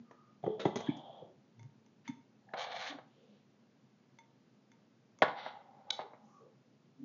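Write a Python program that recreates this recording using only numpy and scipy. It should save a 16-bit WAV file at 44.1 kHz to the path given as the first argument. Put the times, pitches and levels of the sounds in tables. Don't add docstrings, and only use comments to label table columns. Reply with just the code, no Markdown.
import sys
import numpy as np
from scipy import signal
from scipy.fft import rfft, irfft
from scipy.io import wavfile

SR = 44100
rng = np.random.default_rng(int(sys.argv[2]) if len(sys.argv) > 2 else 0)


def int16_out(signal):
    q = np.round(np.clip(np.atleast_2d(signal).T, -1, 1) * 32767)
    wavfile.write(sys.argv[1], SR, q.astype(np.int16))


N = 310464
TIME = np.arange(N) / SR

# (frequency [Hz], relative spectral density [dB])
AIR_SPECTRUM = [(18, -78), (30, -48), (75, -38), (102, -13), (131, -2), (173, -9), (213, -1.5),
                (330, -13.5), (353, -12.5), (628, -19.5), (829, -22.5), (1090, -25), (1440, -28),
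                (5880, -36), (7400, -41), (9620, -99), (16300, -120)]
# (frequency [Hz], t60 [s])
ROOM_T60 = [(150, 0.42), (500, 0.32), (1000, .43), (2500, 0.3), (3900, 0.32), (6000, 0.27)]

# (time [s], length [s], centre [Hz], level [dB])
SOFT_NOISES = [(0.015, 0.35, 1225, -71), (.868, 0.02, 1720, -50), (.887, 0.02, 2230, -47.5),
               (2.46, 0.13, 744, -60), (2.488, 0.0068, 1700, -58), (2.722, 0.039, 710, -46.5),
               (2.886, 0.092, 270, -55.5), (3.12, 0.27, 480, -69), (5.2, 0.048, 550, -53.5),
               (5.989, .018, 847, -35.5), (6.0, 0.087, 450, -57.5), (6.134, 0.017, 2070, -60.5),
               (6.263, 0.18, 1145, -67), (6.389, .11, 470, -62)]
# (time [s], length [s], centre [Hz], level [dB])
SWISHES = [(2.04, .08, 1900, -64), (2.857, 0.027, 1920, -48), (3.03, 0.45, 3040, -81),
           (6.2, 0.25, 6000, -84.5)]

# (time [s], ring level [dB], crack level [dB], contact cutoff [Hz])
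IRON_KNOCKS = [(2.5364, -52, -42, 2520), (2.9855, -59.5, -56.5, 2600), (5.22, -23, -28, 3800),
               (5.2235, -36.5, -27.5, 3080), (5.2305, -41.5, -32.5, 3000), (5.280, -45.5, -41, 1550),
               (5.461, -44, -45, 1300), (5.991, -44.5, -49, 1160), (6.1335, -57.5, -62, 1000)]
# (frequency [Hz], relative level [dB], t60 [s])
IRON_MODES = [(215, -13, .07), (345, -13, .08), (480, -8, .06), (625, 4, .085), (800, -4, .11),
              (858, -8, .1), (979, -3, .1), (1000, -20, .55), (1127, -8, .11), (1295, -10, .13),
              (1416, -12, .11), (1470, -14, .13), (1630, -9, .1), (1724, -10, .1), (1843, -8, .065),
              (2135, -1, .055), (3200, -12, .03), (3860, -14, .05)]
# (frequency [Hz], relative level [dB])
IRON_CRACK = [(120, -14.5), (350, -2), (650, 2), (1000, -1.5), (1600, -2.5), (2200, -7), (2650, -14),
              (3300, -9.5), (3900, -7.5), (4700, -18.5), (7000, -22.5)]
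# (time [s], ring level [dB], crack level [dB], contact cutoff [Hz])
SHELL_SNAPS = [(5.9035, -54.5, -45, 6000), (5.9058, -36, -39, 11960)]
# (frequency [Hz], relative level [dB], t60 [s])
SHELL_MODES = [(880, -16, 0.045), (1500, -16.5, 0.052), (2240, -9.5, 0.023), (3080, -1.5, .012),
               (3840, 1.5, 0.025), (5830, -13, .008)]
# (frequency [Hz], relative level [dB])
SHELL_CRACK = [(650, -14), (1500, -16.5), (2800, -18), (3900, 7), (4800, -12.5), (6200, -5.5),
               (7500, -21.5)]
# (time [s], speed [0-1])
DRAG_SPEED = [(2.535, 0.27), (2.565, 0.58), (2.592, 0.89), (2.645, 0.79), (2.68, 0.6), (2.735, 0.74),
              (2.895, 0.85), (2.945, 0.37), (3.04, 0)]
# (frequency [Hz], relative level [dB])
DRAG_BODY = [(180, -61), (300, -42), (404, -13.5), (516, 8.5), (606, 4), (671, 11), (825, 9.5), (976, -2.5),
             (1400, -6), (1820, -16), (3080, -120)]
# (frequency [Hz], relative level [dB])
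DRAG_GRIT = [(710, -35), (1200, 0), (1350, -21), (1450, -3), (1660, 0.5), (1880, -1.5), (2310, 2),
             (2510, -8), (3250, 0.5), (4210, -1), (4760, -10.5), (6700, -5.5), (7400, -19), (9620, -56),
             (16300, -120)]
# (time [s], hold [s], fade [s], added speed [0-1], weight gain [dB])
PUSHES = [(5.241, 0.044, 0.076, 0.49, 6), (5.344, 0.14, 0.079, 0.6, 0), (5.853, .11, 0.022, 0.11, 6),
          (5.966, 0.049, 0.025, 0.49, 5)]
# (frequency [Hz], relative level [dB])
SLIDE_BODY = [(350, -26), (550, -2.5), (680, -9.5), (800, 6), (900, -4.5), (1100, -14.5), (1600, -27)]
# (frequency [Hz], relative level [dB])
SLIDE_GRIT = [(820, -29), (1400, -5.5), (1510, -8.5), (1740, -12.5), (2070, -2.5), (2460, -15),
              (3790, -5.5), (5260, -21.5), (5720, -15), (7400, -54.5), (9620, -76), (16300, -120)]

# (time [s], speed [0-1])
ROLL_SPEED = [(.43, 0.8), (.46, 0.88), (.58, 0.77), (.88, 1), (1.03, .88), (1.2, .84), (1.3, 0.6), (1.4, 0)]
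# (time [s], ring level [dB], crack level [dB])
STICK_TICKS = [(1.594, -66.5, -72.5), (1.630, -75, -73), (1.862, -81, -78), (2.0778, -49, -60),
               (2.086, -58, -71), (4.187, -60, -72), (4.717, -70.5, -74), (5.188, -72, -67.5)]
# (frequency [Hz], relative level [dB], t60 [s])
STICK_MODES = [(917, -4.5, 0.22), (2010, -4.5, 0.04), (2178, -2.5, 0.065), (3490, -5, 0.037),
               (4435, -12.5, .025), (6300, -3.5, 0.052)]
# (frequency [Hz], relative level [dB])
STICK_CRACK = [(500, -1.5), (900, 1.5), (2000, 1), (4800, -13), (6300, 10), (7500, -15)]
# (peak time [s], frequency [Hz], peak level [dB])
BUMPS = [(.008, 232, -48), (0.4412, 700, -29.5), (.661, 358, -22), (.768, 230, -35), (.8916, 280, -21.5),
         (1.097, 670, -45), (1.226, 510, -43.5), (1.614, 114.4, -50.5), (1.657, 136.7, -49.5),
         (2.097, 253.6, -33), (3.315, 211, -55), (6.257, 217, -58.5), (7.006, 263, -47.5),
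         (7.034, 269, -40.5)]
# (time [s], level [dB])
SHOVES = [(.594, -39.5), (.65, -46), (0.766, -45), (.85, -54)]
# (frequency [Hz], relative level [dB])
GRIND_SPECTRUM = [(150, -7), (450, 11.5), (900, -6.5), (1400, 0.5), (1650, -5), (2050, -6.5), (2700, -10),
                  (3700, 0), (4700, -18.5), (6500, -18.5), (7400, -30.5)]
# (time [s], ring level [dB], crack level [dB], contact cutoff [Hz])
BRICK_KNOCKS = [(.1105, -74, -57.5, 2500), (.439, -55, -45, 905), (.4635, -36.5, -40, 726),
                (.6538, -30, -34, 2100), (.7575, -38.5, -39.5, 5640), (.8035, -55, -45.5, 5000),
                (.966, -80, -63.5, 12000), (1.224, -59, -69, 700)]
# (frequency [Hz], relative level [dB], t60 [s])
BRICK_MODES = [(118.5, 1.5, 0.052), (208, -1, 0.11), (284, -2, 0.039), (400, 8.5, 0.061),
               (587, -20, 0.0083), (826, 5, 0.019), (1370, -24.5, 0.06), (2003, -7, 0.076),
               (3350, -2, 0.039)]
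# (frequency [Hz], relative level [dB])
BRICK_CRACK = [(150, -14.5), (400, 4), (800, 1.5), (1300, -10.5), (2000, -11), (2700, -21), (3500, -14.5),
               (4800, -20), (6500, -7.5), (7500, -27)]


def undb(db):
    return 10 ** (np.asarray(db) / 20)


def unit(x):
    return x / np.sqrt(np.mean(x ** 2))


def bin_hz(length):
    return np.maximum(np.fft.rfftfreq(length, 1 / SR), 1)


def colour(x, spectrum):
    hz, db = np.transpose(spectrum)
    f = bin_hz(len(x))
    octaves_outside = np.abs(np.log2(f / np.clip(f, hz[0], hz[-1])))
    gain = undb(np.interp(np.log(f), np.log(hz), db) - 30 * octaves_outside)
    return irfft(rfft(x) * gain, len(x))


def resonance(x, hz, width_hz):
    f = bin_hz(len(x))
    detuning = (f - hz * hz / f) / width_hz
    return unit(irfft(rfft(x) / (1 + detuning ** 2), len(x)))


def add(out, start, x):
    i = max(int(start * SR), 0)
    out[i:i + len(x)] += x[:N - i]


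def stroke(start, rise, hold, fade):
    return np.clip((TIME - start) / rise, 0, 1) * np.exp(-np.maximum(TIME - start - hold, 0) / fade)


def swell(t, length):
    u = np.maximum(t / length + 1, 0)
    return u ** 2 * np.exp(1 - u ** 2)


def speed_along(curve):
    return np.maximum(np.interp(TIME, *np.transpose(curve), left=0, right=0), 0)


def grains(per_second, spread_db):
    hit = rng.random(N) < per_second / SR
    return hit * rng.choice([-1, 1], N) * undb(spread_db * np.minimum(rng.standard_normal(N), 2))


def impacts(rows, modes, crack_spectrum, contact_s):
    out, t = np.zeros(N), TIME[:SR // 2]
    attack = SR // 50
    ring = sum((-1) ** k * undb(db) * np.sin(2 * np.pi * hz * t) * np.exp(-np.log(1000) * t / t60)
               for k, (hz, db, t60) in enumerate(modes))
    for start, ring_db, crack_db, cutoff_hz in rows:
        contact = signal.butter(2, min(cutoff_hz, SR / 3), fs=SR, output="sos")
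        crack = colour(rng.standard_normal(len(t)), crack_spectrum)
        crack *= np.exp(-t / contact_s) * (1 - np.exp(-10 * t / contact_s))
        for part, db in ((ring, ring_db), (crack, crack_db)):
            part = signal.sosfilt(contact, part)
            add(out, start, undb(db) * part / np.sqrt(np.mean(part[:attack] ** 2)))
    return out


def air(level_db):
    return undb(level_db) * unit(colour(rng.standard_normal(N), AIR_SPECTRUM))


def room(x, wet_db, delay_s):
    t = TIME[:SR]
    hz, t60s = np.transpose(ROOM_T60)
    noise = rfft(rng.standard_normal(SR))
    shares = [np.interp(np.log(bin_hz(SR)), np.log(hz), row) for row in np.eye(len(hz))]
    tail = sum(irfft(noise * share) * np.exp(-np.log(1000) * t / t60) for share, t60 in zip(shares, t60s))
    tail *= np.clip(t / delay_s - .5, 0, 1)
    return x + undb(wet_db) * signal.fftconvolve(x, tail / np.linalg.norm(tail))[:N]


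def noise_bursts(rows, width_hz):
    out = np.zeros(N)
    for start, length, hz, db in rows:
        envelope = signal.windows.tukey(int(length * SR), .5)
        noise = resonance(rng.standard_normal(SR), hz, width_hz)
        add(out, start, undb(db) * envelope * noise[:len(envelope)])
    return out


def heel_friction(body_spectrum, grit_spectrum, top_hz, judder_db, judder_hz):
    knots = np.arange(int(N / SR * judder_hz) + 2)
    judder = undb(judder_db * np.interp(TIME * judder_hz, knots, rng.standard_normal(N)[:len(knots)]))
    contacts = grains(per_second=5000, spread_db=4) * judder
    grit = unit(colour(contacts, grit_spectrum))
    cutoffs = np.geomspace(2000, 12000, num=7)
    hiss = np.zeros(N)
    for cutoff, share in zip(cutoffs, np.eye(len(cutoffs))):
        low_pass = signal.butter(4, cutoff, fs=SR, output="sos")
        hiss += signal.sosfiltfilt(low_pass, grit) * np.interp(top_hz, cutoffs, share)
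    return unit(colour(contacts, body_spectrum)), hiss


def iron_drag(body_db, grit_db, top_hz, skid_speed):
    speed = speed_along(DRAG_SPEED)
    body, hiss = heel_friction(DRAG_BODY, DRAG_GRIT, top_hz * speed, judder_db=1.8, judder_hz=90)
    bite = np.minimum(speed / skid_speed, 1)
    elapsed = np.clip(TIME - DRAG_SPEED[0][0], 0, 1)
    body *= undb(body_db - 16 * elapsed)
    hiss *= undb(grit_db + 3.5 * elapsed)
    return body * bite ** 0.68 + hiss * bite ** 3.1


def iron_slide(body_db, grit_db, top_hz, rise_s):
    speed = 0.19 * stroke(5.24, rise_s, hold=0.92, fade=0.14)
    weight_db = 0
    for start, hold, fade, push_speed, db in PUSHES:
        push = stroke(start, rise_s, hold, fade)
        speed += push_speed * push
        weight_db += db * push
    body, hiss = heel_friction(SLIDE_BODY, SLIDE_GRIT, top_hz * speed ** 0.35, judder_db=1.2, judder_hz=50)
    return undb(weight_db) * (undb(body_db) * body * speed + undb(grit_db) * hiss * speed ** 2.4)


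def iron_knocks():
    knocks = impacts(IRON_KNOCKS, IRON_MODES, IRON_CRACK, contact_s=0.0067)
    return knocks + impacts(SHELL_SNAPS, SHELL_MODES, SHELL_CRACK, contact_s=0.0018)


def plate_roll(rumble_hz, width_hz, rumble_db, rim_db):
    speed = speed_along(ROLL_SPEED)
    low_pass = signal.butter(2, width_hz / 2, fs=SR, output="sos")
    roughness = signal.sosfilt(low_pass, rng.standard_normal(N) + 1j * rng.standard_normal(N))
    phase = 2 * np.pi * np.cumsum(rumble_hz * speed) / SR
    rumble = unit(np.real(roughness * np.exp(1j * phase)))
    rim = resonance(grains(per_second=1900, spread_db=1), hz=3310, width_hz=410)
    return undb(rumble_db) * rumble * speed ** 1.77 + undb(rim_db) * rim * speed ** 8.1


def stick_ticks(cutoff_hz):
    return impacts([(*tick, cutoff_hz) for tick in STICK_TICKS], STICK_MODES, STICK_CRACK, contact_s=0.0022)


def stick_groan(peak_s, hz, level_db, count, gap_s, loss_db, swell_s, stretch):
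    t = TIME - peak_s
    slips = sum(undb(-k * loss_db) * swell(t - k * gap_s, swell_s * stretch ** k) for k in range(count))
    return undb(level_db) * slips * np.sin(2 * np.pi * hz * t)


def cart_bumps(thump_hz, thump_db):
    out = np.zeros(N)
    for peak_s, hz, db in BUMPS:
        near = np.abs(TIME - peak_s) < .1
        t = TIME[near] - peak_s
        cycles = 2.3 * undb(0.4 * (-26.5 - db))
        tone = swell(t, cycles / hz) * np.sin(2 * np.pi * hz * t)
        thump = undb(thump_db) * swell(t, length=0.015) * np.sin(2 * np.pi * thump_hz * t)
        out[near] += undb(db) * (tone + thump)
    return out


def brick_grind():
    force = sum(undb(db) * stroke(start, rise=0.0045, hold=0.0088, fade=0.024) for start, db in SHOVES)
    return unit(colour(grains(per_second=1800, spread_db=0.5), GRIND_SPECTRUM)) * force


def brick_knocks():
    return impacts(BRICK_KNOCKS, BRICK_MODES, BRICK_CRACK, contact_s=0.0068)


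def scene():
    cart = brick_knocks() + stick_ticks(cutoff_hz=5500) + brick_grind()
    cart += plate_roll(rumble_hz=800, width_hz=314, rumble_db=-54.5, rim_db=-57)
    iron = iron_knocks()
    iron += iron_drag(body_db=-43.5, grit_db=-46.5, top_hz=7550, skid_speed=0.8)
    iron += iron_slide(body_db=-49.5, grit_db=-51.0, top_hz=5800, rise_s=0.043)
    bursts = noise_bursts(SOFT_NOISES, width_hz=128) + noise_bursts(SWISHES, width_hz=1800)
    bumps = cart_bumps(thump_hz=145.4, thump_db=-12)
    groan = stick_groan(peak_s=0.479, hz=431, level_db=-21, count=4,
                        gap_s=0.026, loss_db=7, swell_s=0.0046, stretch=1.77)
    sound = room(cart + bursts, wet_db=-7.5, delay_s=0.0061)
    sound += room(bumps + groan, wet_db=-12.5, delay_s=0.0042)
    sound += room(iron, wet_db=-12.0, delay_s=0.015)
    return (sound + air(level_db=-67.13))[None]


def record(dry):
    bass_cut = signal.butter(6, 92, "high", fs=SR, output="sos")
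    top_cut = signal.ellip(10, .2, 70, 7150, fs=SR, output="sos")
    return signal.sosfilt(top_cut, signal.sosfilt(bass_cut, dry) + undb(-30.5) * dry)


dry = scene()
out = record(dry)
int16_out(out)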